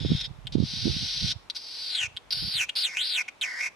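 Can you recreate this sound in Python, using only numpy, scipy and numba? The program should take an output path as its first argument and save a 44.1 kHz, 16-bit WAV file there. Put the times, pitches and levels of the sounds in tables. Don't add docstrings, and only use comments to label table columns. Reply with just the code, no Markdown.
import sys
import numpy as np
from scipy import signal
from scipy.fft import rfft, irfft
from scipy.io import wavfile
from scipy.ndimage import uniform_filter1d
from numba import njit

SR = 44100
rng = np.random.default_rng(int(sys.argv[2]) if len(sys.argv) > 2 else 0)


def boost(x):
    u = np.asarray(x, float) / 20
    return 10 ** u


def to_wav(s):
    ch = np.atleast_2d(s).T
    pcm = np.round(np.clip(ch, -1, 1) * 32767)
    wavfile.write(sys.argv[1], SR, pcm.astype(np.int16))


N = 165375


def rms_one(x):
    return x / np.sqrt(np.mean(x ** 2) + 1e-20)


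def band(x, low_hz, high_hz, order=2):
    sos = signal.butter(order, [low_hz, high_hz], "band", fs=SR, output="sos")
    return signal.sosfilt(sos, x)


@njit
def resonate(x, hz, width_hz, sr):
    y = np.zeros(len(x))
    for i in range(2, len(x)):
        r = np.exp(-np.pi * width_hz[i] / sr)
        drive = (1 - r * r) / 2 * (x[i] - x[i - 2])
        y[i] = drive + 2 * r * np.cos(2 * np.pi * hz[i] / sr) * y[i - 1] - r * r * y[i - 2]
    return y


def throat(x, hz, widen, shoulder, shoulder_db, gap, second_db, air_db, fill_db=-60):
    def twice(centre_hz, width_hz):
        once = resonate(x, centre_hz, width_hz, SR)
        return resonate(once, centre_hz, width_hz, SR)

    flat = np.ones(len(x))
    opening_hz = hz - 2000
    width_hz = np.maximum(widen * (430 + 0.77 * opening_hz * abs(opening_hz) / 2500), 100)
    second_hz = 5190 + 1.68 * opening_hz
    second_width_hz = 1340 * second_hz / 5190
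    second_level_db = second_db - 5 * (hz - 3000) / 1000
    pipe_db = -23 + 14.5 * np.clip((2400 - hz) / 450, 0, 1)
    top_air_db = -12.5 + second_db + air_db + (hz - 3500) / 1000

    y = twice(hz, width_hz)
    y = y - boost(shoulder_db) * twice(shoulder * hz, width_hz)
    y = y + boost(second_level_db) * twice(second_hz, second_width_hz)
    y = y - boost(pipe_db) * twice(1434 * flat, 300 * flat)
    y = y + boost(-12.5) * twice(0.74 * hz, 0.8 * hz)
    y = y - boost(top_air_db) * band(x, 7850, 14600)
    y = y + boost(-30) * band(x, 650, 1380)
    depth = np.clip(opening_hz / 2100, 0, 1)
    for spread in (0.95, 0.995, 1.05):
        y = y - depth * resonate(y, spread * gap * hz, 0.14 * hz, SR)
    return y + boost(fill_db) * twice(6200 * flat, 1100 * flat)


# t/s, level/dB, throat f/Hz
RASPS_EARLY = [
    [(0.0, -40, 3480), (0.204, -34, 3540), (0.212, -29, 3780), (0.224, -38, 3500), (0.248, -32, 3420),
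     (0.264, -40, 3540), (0.275, -51, 3730)],
    [(0.521, -42, 3600), (0.539, -39, 3620), (0.565, -54, 3500), (0.675, -37, 4000), (0.773, -33.5, 3940),
     (1.239, -31, 4010), (1.319, -27.5, 3720), (1.335, -46, 3800)],
    [(1.548, -41, 4930), (1.564, -32.5, 4400), (1.594, -44.5, 4560), (1.892, -33.5, 4280),
     (1.948, -31, 3840), (2.012, -27.5, 2710), (2.066, -33, 2320), (2.072, -47, 2540)],
]
# t/s, level/dB, throat f/Hz
RASPS_LATE = [
    [(2.306, -29.5, 4600), (2.328, -29.5, 4440), (2.346, -31.5, 4400), (2.51, -32.5, 4430),
     (2.556, -27.5, 4000), (2.604, -26, 2470), (2.638, -27, 2360), (2.655, -43.5, 2360)],
    [(2.753, -34.5, 4580), (2.765, -25.5, 4180), (2.813, -28.5, 4508), (2.851, -24.5, 3470),
     (2.872, -32.5, 2640), (2.894, -39.5, 2170), (2.915, -40.5, 2070), (2.935, -38, 1990),
     (2.955, -37, 2070)],
    [(2.948, -39.5, 2260), (2.974, -31, 2350), (2.994, -27.5, 2900), (3.054, -30, 4070), (3.092, -31, 4150),
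     (3.154, -27.5, 3410), (3.184, -24.5, 2280), (3.22, -32.5, 2090), (3.228, -47.5, 2220)],
    [(3.411, -29, 3640), (3.427, -25, 2830), (3.445, -28.5, 2250), (3.468, -35.5, 1945), (3.56, -37, 1820),
     (3.6, -34, 1990), (3.632, -29.5, 2240), (3.671, -30, 2180), (3.692, -46, 2170)],
]
# width factor, shoulder f ratio, shoulder level/dB, gap f ratio, second level/dB
RASP_COLOURS = [(0.59, 1.497, -8, 2.19, -55), (1.2, 1.452, -10, 1.86, -35), (0.75, 1.147, -8.5, 1.57, -16),
                (0.79, 1.094, 1, 1.423, -15.5), (.95, 1.095, 2, 1.37, -13.5), (1.06, 1.127, 0, 1.52, -16.5),
                (1.06, 1.144, -3.5, 1.57, -16.5)]
RASP_AIRS_DB = [0, -12, -26, -4, -6, -5, -6.5]
RASP_FILLS_DB = [-24.5, -15.5, -40, -42, -48, -40, -28]
# t/s, boost/dB
SWELLS = [(1.566, 1.5), (1.954, 5.5), (2.034, 5.5), (2.328, 6.5), (2.612, 4), (3.609, 5.5), (2.854, 0.5),
          (3.013, 2), (3.149, 1.5), (3.215, 4)]


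def rasps():
    out, t = np.zeros(N), np.arange(N) / SR
    all_rasps = RASPS_EARLY + RASPS_LATE
    s, db, _ = np.transpose(sorted(tuple(row) for rows in all_rasps for row in rows))
    effort_db = np.clip(np.interp(t, s, db) + 32, -18, 6)
    snap_count = np.cumsum(620 * boost(0.3 * effort_db)) / SR
    jitter, uneven = rng.standard_normal((2, 6000))
    at = np.searchsorted(snap_count, np.cumsum(np.exp(0.3 * jitter)))
    inside = at < N
    snaps = np.zeros(N)
    snaps[at[inside]] = boost(-2 * uneven[inside])
    gate = signal.lfilter([1], [1, -np.exp(-1 / (0.0074 * SR))], snaps)
    breath = gate * rng.standard_normal(N)
    source = 0.62 * rms_one(snaps) + 0.38 * rms_one(breath)

    swell_s = 0.0032
    swell_db = sum(boost_db * np.exp(-0.5 * ((t - s0) / swell_s) ** 2) for s0, boost_db in SWELLS)
    for rows, colour, air_db, fill_db in zip(all_rasps, RASP_COLOURS, RASP_AIRS_DB, RASP_FILLS_DB):
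        s, db, hz = np.transpose(rows)
        span = slice(int(s[0] * SR), int(s[-1] * SR))
        level_db = np.interp(t[span], s, db)
        glide_hz = uniform_filter1d(np.interp(t[span], s, hz), size=450)
        effort_air_db = 0.43 * (level_db + 29.5) + air_db
        voice = throat(source[span], glide_hz, *colour, effort_air_db, fill_db)
        voice = voice / np.sqrt(uniform_filter1d(voice ** 2, size=1300) + 1e-12)
        fade = np.clip((s[-1] - t[span]) / 0.01, 0, 1)
        out[span] += voice * boost(level_db + swell_db[span] - 1.5) * fade
    return out


# t/s, peak level/dB, throat f/Hz
TICKS = [(.4578, -47, 3020), (0.4701, -21.5, 3400), (0.4729, -27, 3070), (0.4755, -38, 3250),
         (0.569, -59, 3900), (0.572, -56, 3900), (0.5808, -52, 3900), (.5898, -41, 3900),
         (.5955, -42, 3860), (.6000, -30, 3800), (1.4993, -19.5, 3920), (1.5008, -17, 3750),
         (1.5057, -23.5, 3800), (2.161, -44, 2840), (2.1662, -26.5, 3180), (2.1709, -20.5, 3320),
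         (2.1736, -29, 3240), (2.687, -33.5, 2480), (2.691, -24, 2600), (2.6935, -19, 2820),
         (2.6957, -19, 3060), (3.2799, -35.5, 2130), (3.2814, -30.5, 2250), (3.284, -25, 2300),
         (3.2868, -23.5, 2270), (3.2893, -34, 2200), (0.2111, -21, 3950), (2.3283, -33, 4300),
         (2.6083, -21, 2540), (2.6120, -27, 2480), (2.9702, -14, 2360), (3.6100, -21, 2180)]


def ticks():
    out, length = np.zeros(N), 600
    ring_width_hz = np.full(length, 910.0)
    for s, db, hz in TICKS:
        snap = np.zeros(length)
        snap[2] = 1
        throat_hz = np.full(length, float(hz))
        shoulder_db = -32.5 + (hz - 3000) / 90
        crack = throat(snap, throat_hz, 1, 1.54, shoulder_db, 1.79, -19, air_db=-6.88)
        tick = resonate(crack, throat_hz, ring_width_hz, SR) + boost(7) * crack
        start = int(s * SR)
        out[start:start + length] += boost(db) * tick / abs(tick).max()
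    return out


# delay/ms, gain
LEFT_ECHOES = [(2.585, -.14), (3.195, .39), (3.575, -.27), (3.775, .36), (3.955, .23), (4.3, -.19),
               (5.0, .16)]
# delay/ms, gain
RIGHT_ECHOES = [(.725, -.16), (1.32, .23), (1.555, .16), (2.16, .23), (3.195, .23), (3.86, .2),
                (4.16, -.16), (4.43, -.14)]


def surroundings(x):
    echo_cut_hz = 10000
    dull = signal.sosfilt(signal.butter(1, echo_cut_hz, fs=SR, output="sos"), x)
    lead = SR / (2 * np.pi * echo_cut_hz)
    n, t, out = np.arange(N), np.arange(SR // 2) / SR, []
    for echoes in (LEFT_ECHOES, RIGHT_ECHOES):
        near = sum(gain * np.interp(n - ms * SR / 1000 + lead, n, dull, left=0) for ms, gain in echoes)
        tail = np.zeros(len(t))
        for db, t60_s in ((-3.5, 0.028), (-19.5, 0.45)):
            noise = rng.standard_normal(len(t)) * (t > 0.004)
            tail += boost(db) * rms_one(noise * boost(-60 * t / t60_s))
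        tail /= np.sqrt(len(t))
        out.append(x + boost(-2.5) * near + signal.fftconvolve(dull, tail)[:N])
    return np.array(out)


def drift(rate_hz):
    steps = rng.standard_normal(int(N / SR * 200) + 9)
    return np.interp(np.arange(N) / SR * rate_hz, np.arange(len(steps)), steps) * 1.22


# t/s, level/dB, left minus right/dB
GUST = [(0.0, -12, -41), (0.09, -23, -2), (0.12, -12, -7), (0.159, -32, 0.5), (0.21, -41.5, -17),
        (0.518, -38, -19), (0.538, -21, -28), (0.65, -31.5, -5), (0.68, -39, -5), (0.76, -42.5, -26),
        (0.859, -16, -42), (1.14, -50, -4), (1.23, -25, -36), (1.53, -74.5, -13), (2.3, -61.5, -5),
        (2.4, -34, -27), (2.78, -73, -7), (3.75, -95, 25)]
# t/s, peak level/dB, f/Hz, left minus right/dB
BUFFETS = [(0.05, -13, 337, -30), (0.06, -18.5, 235, 16), (0.106, -11, 149, 15), (.119, -3, 173, -22),
           (0.131, -14.5, 170, 17), (0.151, -12.5, 131, 9), (0.312, -26, 110, -17),
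           (0.453, -27.5, 135, -23), (0.738, -25, 172, -25), (0.555, -5, 245, -27), (0.584, -14, 280, -29),
           (0.603, -6, 184, -30), (0.626, -16, 276, -27), (0.637, -11.5, 182, -34), (0.857, -8.5, 202, -24),
           (0.871, -11, 266, -29), (0.88, -11.5, 280, -28), (0.967, -20.5, 181, -25),
           (1.249, -18.5, 138, -18), (1.363, -25, 90, -21), (2.045, -34, 94, -16), (2.079, -36, 91, -18),
           (2.482, -31.5, 110, -20), (2.602, -41, 87.5, -18), (.39, -32.5, 130, -20),
           (1.069, -33.5, 110, -20), (2.015, -45, 110, -7), (2.116, -45, 110, -10), (2.15, -41, 85, -10),
           (2.346, -40.5, 101, -19), (2.555, -33.5, 129, -15)]


def wind():
    s, db, pan_db = np.transpose(GUST)
    out, t = np.zeros((2, N)), np.arange(N) / SR
    gust_db = np.interp(t, s, db)
    for side, sign in enumerate((1, -1)):
        port_db = np.interp(t, s, db + 2.5 + np.minimum(0, sign * pan_db))
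        level_db = np.minimum(port_db + 6.5 * (drift(34.97) - 1), -25)
        slap_db = -65.5 + 6.8 * (np.minimum(level_db, gust_db - 2.5) + 29)
        rumble = rms_one(band(rng.standard_normal(N), 39, 53))
        boom = rms_one(band(rng.standard_normal(N), 110 * 0.69, 110 * 1.4))
        slap = rms_one(band(rng.standard_normal(N), 280 * 0.94, 280 * 1.58, order=4))
        out[side] = boost(level_db) * boom + boost(slap_db) * slap + boost(-22 + 0.64 * gust_db) * rumble
        for s0, peak_db, hz, lean_db in BUFFETS:
            turn = (t - s0) * hz
            swell = np.exp(-(abs(turn) / 0.5) ** 1.26)
            out[side] += boost(peak_db + min(0, sign * lean_db)) * swell * np.cos(2 * np.pi * turn - 0.6)
    return signal.sosfilt(signal.butter(2, 55, "high", fs=SR, output="sos"), out)


# f/Hz, level/dB
HUSH = [(18, -72), (30, -2), (231, 1), (683, 3), (908, 3.5), (1780, -3.5), (2360, -3.5), (2690, -5.5),
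        (14400, -25)]


def hush():
    hz, db = np.transpose(HUSH)
    bins_hz = np.arange(N // 2 + 1) * SR / N
    shape = boost(np.interp(np.log(bins_hz + 1), np.log(hz), db))
    mid, side = (rms_one(irfft(rfft(noise) * shape, N)) for noise in rng.standard_normal((2, N)))
    alike = 0.26
    side_gain = np.sqrt((1 - alike) / (1 + alike))
    return boost(-59) * (mid + side_gain * side * np.array([[1], [-1]]))


def scene():
    return surroundings(rasps() + ticks()) + wind() + hush()


def low_pass(x):
    return signal.sosfilt(signal.butter(12, 15320, fs=SR, output="sos"), x)


def record(dry):
    dip_hz, dip_width_hz = np.full(N, 12050.0), np.full(N, 1360.0)
    ports = np.array([x - resonate(x, dip_hz, dip_width_hz, SR) for x in dry])
    mix = signal.sosfilt(signal.cheby2(10, 45, 14900, fs=SR, output="sos"), ports)
    return low_pass(mix)


dry = scene()
out = record(dry)
to_wav(out)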